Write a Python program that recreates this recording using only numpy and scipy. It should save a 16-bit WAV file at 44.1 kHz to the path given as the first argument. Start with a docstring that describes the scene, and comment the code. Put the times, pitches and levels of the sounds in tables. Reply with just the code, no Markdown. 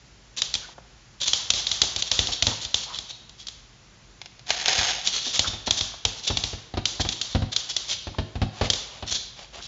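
"""Claws click and skid on a hardwood floor as a small dog dances for its food; its paws thump on boards and rug.
A handful of kibble rattles into a plastic bowl, and a live living room rings over faint hiss, rumble and hum.
One microphone stands on the floor, close by. Contacts are noise cracks exciting decaying resonances, strokes are
trains of tiny random impacts, and lip smacks are noise in a rising resonance; diffuse noise tails are the room."""
import sys
import numpy as np
from scipy import signal
from scipy.fft import rfft, irfft
from scipy.io import wavfile
from scipy.ndimage import uniform_filter1d

SR = 44100
rng = np.random.default_rng(int(sys.argv[2]) if len(sys.argv) > 2 else 0)


def store_wav(level_fs):
    """Save 16-bit WAV to argv[1]."""
    pcm = np.round(np.clip(np.atleast_2d(level_fs), -1, 1) * 32767)
    wavfile.write(sys.argv[1], SR, pcm.T.astype(np.int16))


N = 426447
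RING = np.arange(SR // 2) / SR  # time axis of room and floor, s
SHORT = np.arange(SR // 16) / SR  # time axis of one contact, s


def undb(db):
    """Decibels to gain."""
    return 10 ** (np.asarray(db) / 20)


def level(x, db):
    """Set the rms level."""
    return x * undb(db) / np.sqrt(np.mean(x ** 2))


def peak(x, db, size=88):
    """Set the rms level of the loudest stretch of size samples."""
    return x * undb(db) / np.sqrt(uniform_filter1d(x ** 2, size, mode="constant").max())


def unit_energy(x):
    """Scale a signal to unit energy."""
    return x / np.linalg.norm(x)


def add(out, start_s, x):
    """Mix x into out from start_s."""
    i = max(int(start_s * SR), 0)
    out[i:i + len(x)] += x[:max(len(out) - i, 0)]


def colour(x, points, size=2048):
    """Minimum-phase filter of unit energy with a (frequency_hz, level_db) spectrum."""
    hz, db = np.transpose(points)
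    bins_hz = np.arange(size // 2 + 1) * SR / size
    log_gain = np.log(undb(np.interp(np.log(bins_hz + 1), np.log(hz), db)))
    # folding the cepstrum onto positive time makes the filter causal
    cepstrum = irfft(log_gain)[:size // 2]
    cepstrum[1:] *= 2
    response = irfft(np.exp(rfft(cepstrum, size)))
    return signal.fftconvolve(x, unit_energy(response))[:len(x)]


def ring(modes, stretch=1, jitter=.03):
    """Unit-energy sum of decaying modes; every contact point detunes them a little."""
    y = np.zeros(len(SHORT))
    for hz, width_hz, db in modes:
        detuned_hz = hz * stretch * (1 + jitter * rng.standard_normal())
        decay = np.exp(-np.pi * width_hz * SHORT)
        y += undb(db) * np.sqrt(width_hz) * decay * np.cos(2 * np.pi * detuned_hz * SHORT)
    return unit_energy(y)


def burst(decay_s):
    """Unit-energy crack: noise that dies away exponentially."""
    return unit_energy(rng.standard_normal(len(SHORT)) * np.exp(-SHORT / decay_s))


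def grains(count, rate_hz, spread_db):
    """Tiny impacts of uneven size, scattered at random over count samples."""
    hits = rng.random(count) < rate_hz / SR
    return hits * rng.choice([-1, 1], count) * undb(spread_db * rng.standard_normal(count))


def swell(length_s, peak_at=0.45):
    """Envelope of a short stroke: it grows until the share peak_at, then lets go."""
    progress = np.linspace(0, 1, int(length_s * SR))
    phase = np.interp(progress, [0, peak_at, 1], [0, np.pi / 2, np.pi])
    return np.sin(phase).clip(0) ** 0.85


# the living room's ring by band: frequency_hz, t60_s, level_db
ROOM_BANDS = [(60, 0.66, 5), (207, 0.54, -4), (700, 0.85, -9), (1950, 1, -11.5), (3920, 0.64, -5.5),
              (7000, 0.5, -7.5)]


def room_responses(count=12, build_s=0.0077, gap_s=0.0011):
    """Noise tails for several spots on the floor; each band decays at its own rate after a quick build-up."""
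    hz, t60_s, db = np.transpose(ROOM_BANDS)
    log_f = np.log(np.arange(len(RING) // 2 + 1) * SR / len(RING) + 1)
    spectra = rfft(rng.standard_normal((count, len(RING))))
    tails = np.zeros((count, len(RING)))
    for band, t60, gain_db in zip(np.eye(len(hz)), t60_s, db):
        noise = irfft(spectra * np.interp(log_f, np.log(hz), band), len(RING))
        tails += noise * undb(gain_db - 60 * RING / t60)
    build_up = 1 - np.exp(-np.maximum(RING - gap_s, 0) / build_s)
    return tails * build_up / np.sqrt(SR * 0.023)


def echoes(x, rooms):
    """The room's answer to a sound made on one randomly chosen spot of the floor."""
    return signal.fftconvolve(x, rooms[rng.integers(len(rooms))])


def in_room(x, rooms, wet_db):
    """The direct sound and its echoes."""
    y = undb(wet_db) * echoes(x, rooms)
    y[:len(x)] += x
    return y


# spectrum of the still air at the microphone: frequency_hz, relative level_db
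AIR_SPECTRUM = [(24, -37.5), (40, 1), (59, -3), (75, -17), (130, -5.5), (162, -16), (201, -14.5),
                (298, -22.5), (348, -19.5), (405, -22), (452, -24), (6350, -26.5), (7400, -30),
                (9620, -60.5), (16300, -120)]
AIR_DB = -51
HUM_HZ, HUM_DB = 113, -72.5


def still_room(size=8192):
    """Low rumble and even hiss as coloured noise, with an appliance's hum as one steady sine."""
    air = colour(rng.standard_normal(N + size), AIR_SPECTRUM, size=size)[size:]
    hum = np.sin(2 * np.pi * HUM_HZ * np.arange(N) / SR)
    return level(air, AIR_DB) + level(hum, HUM_DB)


# paws dragging the rug: start_s, length_s, level_db
RUG_DRAGS = [(8.52, 0.19, -43), (8.627, 0.054, -30), (8.888, 0.15, -46.5), (9.355, 0.11, -44),
             (9.523, 0.088, -41.5)]
# spectrum of the rug's rustle: frequency_hz, relative level_db
RUG_SPECTRUM = [(80, 6), (300, -1), (750, 11), (1500, 1), (3500, 8), (7000, -1)]


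def rug(rooms, fibre_rate_hz=3000, spread_db=4, wet_db=-2):
    """The woven rug rustles over the boards: coloured random impacts swell and fade with each push."""
    out = np.zeros(N)
    for start_s, length_s, db in RUG_DRAGS:
        fibres = colour(grains(int(length_s * SR), fibre_rate_hz, spread_db), RUG_SPECTRUM)
        add(out, start_s, in_room(level(fibres * swell(length_s), db), rooms, wet_db))
    return out


# the dog's soft mouth noises: start_s, length_s, pitch_hz (at mid-length), level_db
MOUTH_NOISES = [(0.614, 0.059, 1438, -49), (0.681, 0.022, 927, -48), (0.778, 0.014, 646, -42),
                (2.491, .06, 871, -40.5), (2.855, .12, 1051, -45.5), (5.434, 0.039, 1344, -35),
                (5.934, .014, 817, -42.5), (8.143, 0.014, 1070, -43), (9.599, .016, 1410, -47.5)]
JAW_OCTAVES_PER_S = 4.5


def mouth(rooms, width_hz=130, wet_db=-4):
    """The dog smacks its lips: noise in one broad resonance that rises as the jaw opens."""
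    out = np.zeros(N)
    lowpass = signal.butter(1, width_hz, fs=SR, output="sos")
    for start_s, length_s, pitch_hz, db in MOUTH_NOISES:
        shape = swell(length_s)
        flutter = signal.sosfilt(lowpass, rng.standard_normal((2, len(RING))))[:, -len(shape):]
        octaves = JAW_OCTAVES_PER_S * length_s * np.linspace(-.5, .5, len(shape))
        phase = 2 * np.pi * np.cumsum(pitch_hz * 2 ** octaves) / SR
        smack = shape * (flutter[0] * np.cos(phase) + flutter[1] * np.sin(phase))
        add(out, start_s, in_room(level(smack, db), rooms, wet_db))
    return out


# the sprung floor with the lowest room resonances: frequency_hz, t60_s, relative level_db
FLOOR_MODES = [(48, 0.08, -10.5), (67.7, 0.047, -10), (91.2, 0.19, -2), (109.5, 0.31, -3),
               (151.7, 0.26, -4), (210.2, 0.25, -1.5), (250.3, 0.23, -0.5), (338.5, 0.18, -7),
               (545, 0.29, -11.5), (770, .25, -15.5)]


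def thump(db, push_s=.003, jitter=0.022):
    """Weight presses the floor down and it swings back: a short push excites the floor's decaying modes."""
    modes = np.zeros(len(RING))
    for hz, t60_s, gain_db in FLOOR_MODES:
        detuned_hz = hz * (1 + jitter * rng.standard_normal())
        decay = np.exp(-np.log(1000) * RING / t60_s)
        modes += undb(gain_db) * decay * np.sin(2 * np.pi * detuned_hz * RING)
    push = SHORT * np.exp(-4 * SHORT / push_s)
    return peak(-signal.fftconvolve(modes, push), db, size=441)


# the pour: a trickle through the fingers, then the handful, which thins out until the hand is empty
TRICKLE_S, TRICKLE_DB = 4.46, -32.5
HANDFUL_S, HANDFUL_DB, THINNING_DB_PER_S = 4.668, -24, 21
EMPTY_S, POUR_ATTACK_S, POUR_RELEASE_S = 4.913, 0.018, 0.068


def pour_flow():
    """Strength of the stream from the first trickle on: the handful drops, thins, and the last pellets settle."""
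    t = TRICKLE_S + np.arange(SR) / SR

    def rise(start_s):
        return 1 - np.exp(-np.maximum(t - start_s, 0) / POUR_ATTACK_S)

    trickle = rise(TRICKLE_S) * undb(TRICKLE_DB)
    handful = rise(HANDFUL_S) * undb(HANDFUL_DB - THINNING_DB_PER_S * (t - HANDFUL_S))
    settling = np.exp(-np.maximum(t - EMPTY_S, 0) / POUR_RELEASE_S)
    return np.hypot(trickle, handful) * settling


# resonances of the plastic bowl: frequency_hz, width_hz, relative level_db
BOWL_MODES = [(443, 29, -22.5), (560, 27, -17), (748, 69, 5), (870, 100, 0), (1260, 250, -10.5),
              (1580, 150, -1), (2028, 130, -10), (2400, 150, -2), (3040, 250, -6), (3510, 290, 11.5),
              (4030, 500, 9.5), (5020, 540, 9), (6340, 150, 7)]
# spectrum of a pellet's crack: frequency_hz, relative level_db
KIBBLE_SPECTRUM = [(150, -45), (300, -16.5), (420, 0), (750, 1), (1300, 2), (2200, 10), (3500, 8),
                   (5500, 7), (7200, -4)]


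def kibble_hit(crack_s=0.0055):
    """One hard pellet cracks against the bowl and rings its wall, a little differently on every spot."""
    modes = [(hz, width_hz, db + 2 * rng.standard_normal()) for hz, width_hz, db in BOWL_MODES]
    return ring(modes, jitter=0.012) + colour(burst(crack_s), KIBBLE_SPECTRUM)


# single pieces of kibble striking the bowl: start_s, level_db
PIECES = [(4.216, -29.5), (4.259, -33.5), (4.394, -39.5), (4.505, -10), (4.659, -14), (4.682, -10.5),
          (4.712, -18), (4.889, -20)]
BOWL_ROCKS_S, BOWL_ROCKS_DB = 4.783, -26.5


def kibble(rooms, spots=10, rate_hz=80, spread_db=3.0, wet_db=-5):
    """Random pellets rain on several spots of the bowl, single pieces strike it, and it bumps the floor."""
    flow = pour_flow()
    pellets = level(np.array([grains(len(flow), rate_hz, spread_db) for _ in range(spots)]), 0)
    stream = sum(signal.fftconvolve(spot * flow, kibble_hit()) for spot in pellets)
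    out = np.zeros(N)
    add(out, TRICKLE_S, in_room(stream / np.sqrt(spots), rooms, wet_db))
    for start_s, hit_db in PIECES:
        add(out, start_s, in_room(peak(kibble_hit(), hit_db), rooms, wet_db))
    add(out, BOWL_ROCKS_S, thump(BOWL_ROCKS_DB, push_s=0.0064))
    return out


# padded footfalls, mostly on the rug: start_s, slap_db and thump_db (both before the trims in paws)
PAW_STEPS = [(1.831, -30, -34), (2.284, -31, -32), (2.477, -27, -29), (5.265, -34, -49),
             (5.473, -34.5, -28), (5.53, -36.5, -30.5), (5.673, -23, -31), (6.3, -24, -21.5),
             (6.53, -32.5, -27), (6.738, -29.5, -27), (6.771, -21.5, -22.5), (6.996, -24, -21.5),
             (7.049, -27, -25), (7.348, -22.5, -14.5), (7.42, -29.5, -18.5), (8.069, -29.5, -27),
             (8.184, -23, -19), (8.354, -30.5, -22.5), (8.416, -23.5, -15.5), (8.611, -17.5, -18),
             (9.024, -30, -29), (9.117, -37.5, -32.5), (9.585, -41.5, -40)]
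# spectrum of the pad's slap: frequency_hz, relative level_db
SLAP_SPECTRUM = [(100, -21), (230, 0.5), (400, -2), (560, -3), (760, 0), (1100, -9), (2200, -13.5),
                 (4000, -10.5), (7000, -28.5)]
# a harder landing squashes the pad faster: the push lasts PUSH_S at PUSH_AT_DB and halves every PUSH_HALVES_DB
PUSH_S, PUSH_AT_DB, PUSH_HALVES_DB = 0.0067, -25.5, 14


def paws(rooms, thump_trim_db=1, slap_trim_db=-2, slap_s=0.012, pad_s=0.00062, wet_db=-3):
    """A cushioned step: the pad gives, slaps dully, and the floor thumps, more sharply under a hard landing."""
    out = np.zeros(N)
    for start_s, slap_db, thump_db in PAW_STEPS:
        slap = colour(burst(slap_s) * (1 - np.exp(-SHORT / pad_s)), SLAP_SPECTRUM)
        add(out, start_s, in_room(peak(slap, slap_db + slap_trim_db, size=330), rooms, wet_db))
        push_s = PUSH_S * 2 ** ((PUSH_AT_DB - thump_db) / PUSH_HALVES_DB)
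        add(out, start_s, thump(thump_db + thump_trim_db, push_s=push_s))
    return out


# claws skidding over the boards: start_s, length_s, level_db (direct sound)
SKIDS = [(0.363, 0.044, -29), (1.199, 0.051, -26), (1.254, 0.051, -25.5), (1.563, 0.051, -29),
         (1.973, 0.041, -29.5), (2.052, .037, -33.5), (2.138, .055, -36.5), (2.317, 0.027, -25),
         (2.597, 0.07, -34), (2.825, .02, -33), (2.918, .07, -35.5), (3.084, 0.037, -35.5),
         (3.379, .06, -44), (5.035, 0.072, -26.5), (5.116, 0.087, -26.5), (5.204, 0.13, -30.5),
         (5.326, 0.058, -24.5), (5.47, .017, -23.5), (5.658, 0.03, -28), (5.768, .03, -25),
         (6.159, .05, -39.5), (6.224, 0.046, -34), (6.266, 0.029, -22), (7, 0.023, -23.5),
         (7.115, 0.021, -28.5), (7.294, .057, -40.5), (7.516, 0.024, -28), (7.688, 0.033, -28),
         (7.87, 0.084, -27), (9.062, .048, -32.5), (9.105, 0.03, -24.5), (9.132, .046, -26.5),
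         (9.605, 0.07, -40)]
# resonances of a claw on varnished wood: frequency_hz, width_hz, relative level_db
CLAW_MODES = [(2570, 300, -30), (3536, 410, 4.5), (4290, 750, 3), (5620, 560, 3.5), (6340, 250, -7.5)]
# spectra of the claw's crack and the board's knock: frequency_hz, relative level_db
CLICK_SPECTRUM = [(300, -56.5), (1800, -26), (2600, -11.5), (3400, 7.5), (4400, 2), (5500, -4),
                  (7000, -8.5)]
KNOCK_SPECTRUM = [(120, -13), (260, -6), (430, -3), (800, -3), (1300, -12), (2000, -7), (3200, -1),
                  (7000, -40.5)]
# what the claws throw out into the room, all directions together: frequency_hz, relative level_db
CLAW_SPREAD = [(300, -20.5), (900, -11), (1800, -11.5), (2600, -10), (3400, 0.5), (4000, -2), (5000, -3),
               (6300, -1), (7200, -5.5)]
SKID_PEAK = 0.53  # share of a skid that passes before the claws bear down hardest


def skids(rooms, claws=4, slip_rate_hz=650, spread_db=4.5, board_db=-16, wet_db=0.0, grit_db=-3, jitter=.045):
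    """Four sliding claws catch and slip on the grain of the wood, each ringing at every slip."""
    out = np.zeros(N)
    for start_s, length_s, db in SKIDS:
        count = int(length_s * SR)
        scrape = 0
        for _ in range(claws):
            slips = grains(count, slip_rate_hz, spread_db) * swell(length_s, SKID_PEAK)
            slip_sound = ring(CLAW_MODES, jitter=jitter)
            slip_sound += colour(burst(0.0045), CLICK_SPECTRUM)
            slip_sound += undb(board_db) * colour(burst(0.0062), KNOCK_SPECTRUM)
            slip_sound += undb(grit_db) * colour(burst(0.0025), CLAW_SPREAD)
            scrape = scrape + signal.fftconvolve(slips, slip_sound)
        # rms level over the length of the stroke
        scrape = unit_energy(scrape) * undb(db) * np.sqrt(count)
        add(out, start_s, in_room(scrape, rooms, wet_db))
    return out


TOE_DETUNE = .04  # relative spread of each claw's resonances


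def claw_click(stretch, claws=4, scatter_s=.003, crack_db=-4, crack_s=0.0033,
               board_db=3.5, board_s=0.0034, board_rise_s=.0007):
    """Four claws land one just after the other; each cracks and rings, and the board rings on briefly."""
    click = np.zeros(len(SHORT))
    for toe in range(claws):
        lag_s = scatter_s * (toe + rng.uniform(-.4, .4) * (toe > 0)) / claws
        crack = colour(burst(crack_s), CLICK_SPECTRUM)
        claw = ring(CLAW_MODES, stretch=stretch, jitter=TOE_DETUNE) + undb(crack_db) * crack
        add(click, lag_s, undb(-3 * abs(toe - 1)) * claw)  # the second claw lands hardest
    board = colour(burst(board_s) * (1 - np.exp(-SHORT / board_rise_s)), CLICK_SPECTRUM)
    return unit_energy(click) + undb(board_db) * board


# claws landing on bare wood: start_s, click_db (before the trim in taps), thump_db, room_db (click's echoes)
TAPS = [(0.419, -11.5, -47, 0), (0.540, -14, -51, 0), (0.552, -17, -38, -7), (1.28, -13.5, -43, 3),
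        (1.333, -9, -41, 4.5), (1.503, -7.5, -40, -1), (1.536, -18, -33.5, 12.5), (1.668, -14, -53, 4),
        (1.715, -13.5, -39.5, 5.5), (1.817, -6, -34, 2), (1.962, -16.5, -33.5, -1),
        (2.0225, -13.5, -46, -1.5), (2.1147, -10, -32.5, 5.5), (2.1904, -9.5, -21.5, 3.5),
        (2.271, -17.5, -55, 5.5), (2.424, -9.5, -24, 0.5), (2.468, -10.5, -21.5, 3.5),
        (2.649, -22.5, -36, 0), (2.743, -9.5, -36, 2.5), (2.987, -21.5, -42, 1.5), (3.294, -37.5, -51, 1),
        (3.469, -27, -62, 3), (3.484, -26, -53, -4), (5.073, -11.5, -69, 0.5), (5.393, -7.5, -26.5, 1.5),
        (5.708, -8, -29.5, 0.5), (5.809, -15.5, -28.5, 5.5), (6.0509, -10, -23.5, 0),
        (6.371, -13.5, -27, 1.5), (6.4375, -16.5, -27, 5.5), (6.855, -11, -58, 3.5), (7.089, -15, -35, 2),
        (7.214, -15, -49, 3.5), (7.563, -10.5, -53, 1), (7.765, -13, -44.5, 2), (8.701, -9, -27.5, -0.5),
        (8.734, -16.5, -38, 6.5)]
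# the board knocks at a level between click and thump: share of the thump 0-1, offset in dB
KNOCK_WEIGHT_SHARE, KNOCK_DB = .42, -10


def taps(rooms, click_trim_db=-2, knock_s=0.0071, knock_room_db=0, paw_detune=0.06):
    """A paw on bare wood: the claws click, the board knocks, the floor thumps."""
    out = np.zeros(N)
    spread = colour(signal.unit_impulse(len(SHORT)), CLAW_SPREAD)
    for start_s, click_db, thump_db, room_db in TAPS:
        stretch = 1 + paw_detune * rng.standard_normal()
        click = peak(claw_click(stretch), click_db + click_trim_db, size=176)
        add(out, start_s, click)
        # the walls hear the click from every side, so its sharp resonances even out
        add(out, start_s, undb(room_db) * np.linalg.norm(click) * echoes(spread, rooms))
        board_db = click_db + KNOCK_WEIGHT_SHARE * (thump_db - click_db) + KNOCK_DB
        knock = peak(colour(burst(knock_s), KNOCK_SPECTRUM), board_db, size=220)
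        add(out, start_s, in_room(knock, rooms, knock_room_db))
        add(out, start_s, thump(thump_db, push_s=0.0084))
    return out


# the claw sounds drop out abruptly between these times, clicks, skids and their echoes alike: from_s, to_s
CLAWS_SILENT = (.738, 1.15)


def scene():
    """Everything reaches one microphone, carried alike on two channels."""
    rooms = room_responses()
    claws = taps(rooms) + skids(rooms)
    claws[int(CLAWS_SILENT[0] * SR):int(CLAWS_SILENT[1] * SR)] = 0
    mono = still_room() + rug(rooms) + mouth(rooms) + kibble(rooms) + paws(rooms) + claws
    return np.array([mono, mono])


LOW_HZ, TOP_HZ = 44, 7250  # edges of the microphone's range


def record(dry):
    """The small microphone loses the deepest bass; the hardest clicks clip and the top is cut steeply."""
    thin = signal.sosfilt(signal.butter(6, LOW_HZ, "high", fs=SR, output="sos"), dry)
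    clipped = np.clip(thin, -.82, .82)
    return signal.sosfilt(signal.cheby1(12, .3, TOP_HZ, fs=SR, output="sos"), clipped)


dry = scene()
out = record(dry)
store_wav(out)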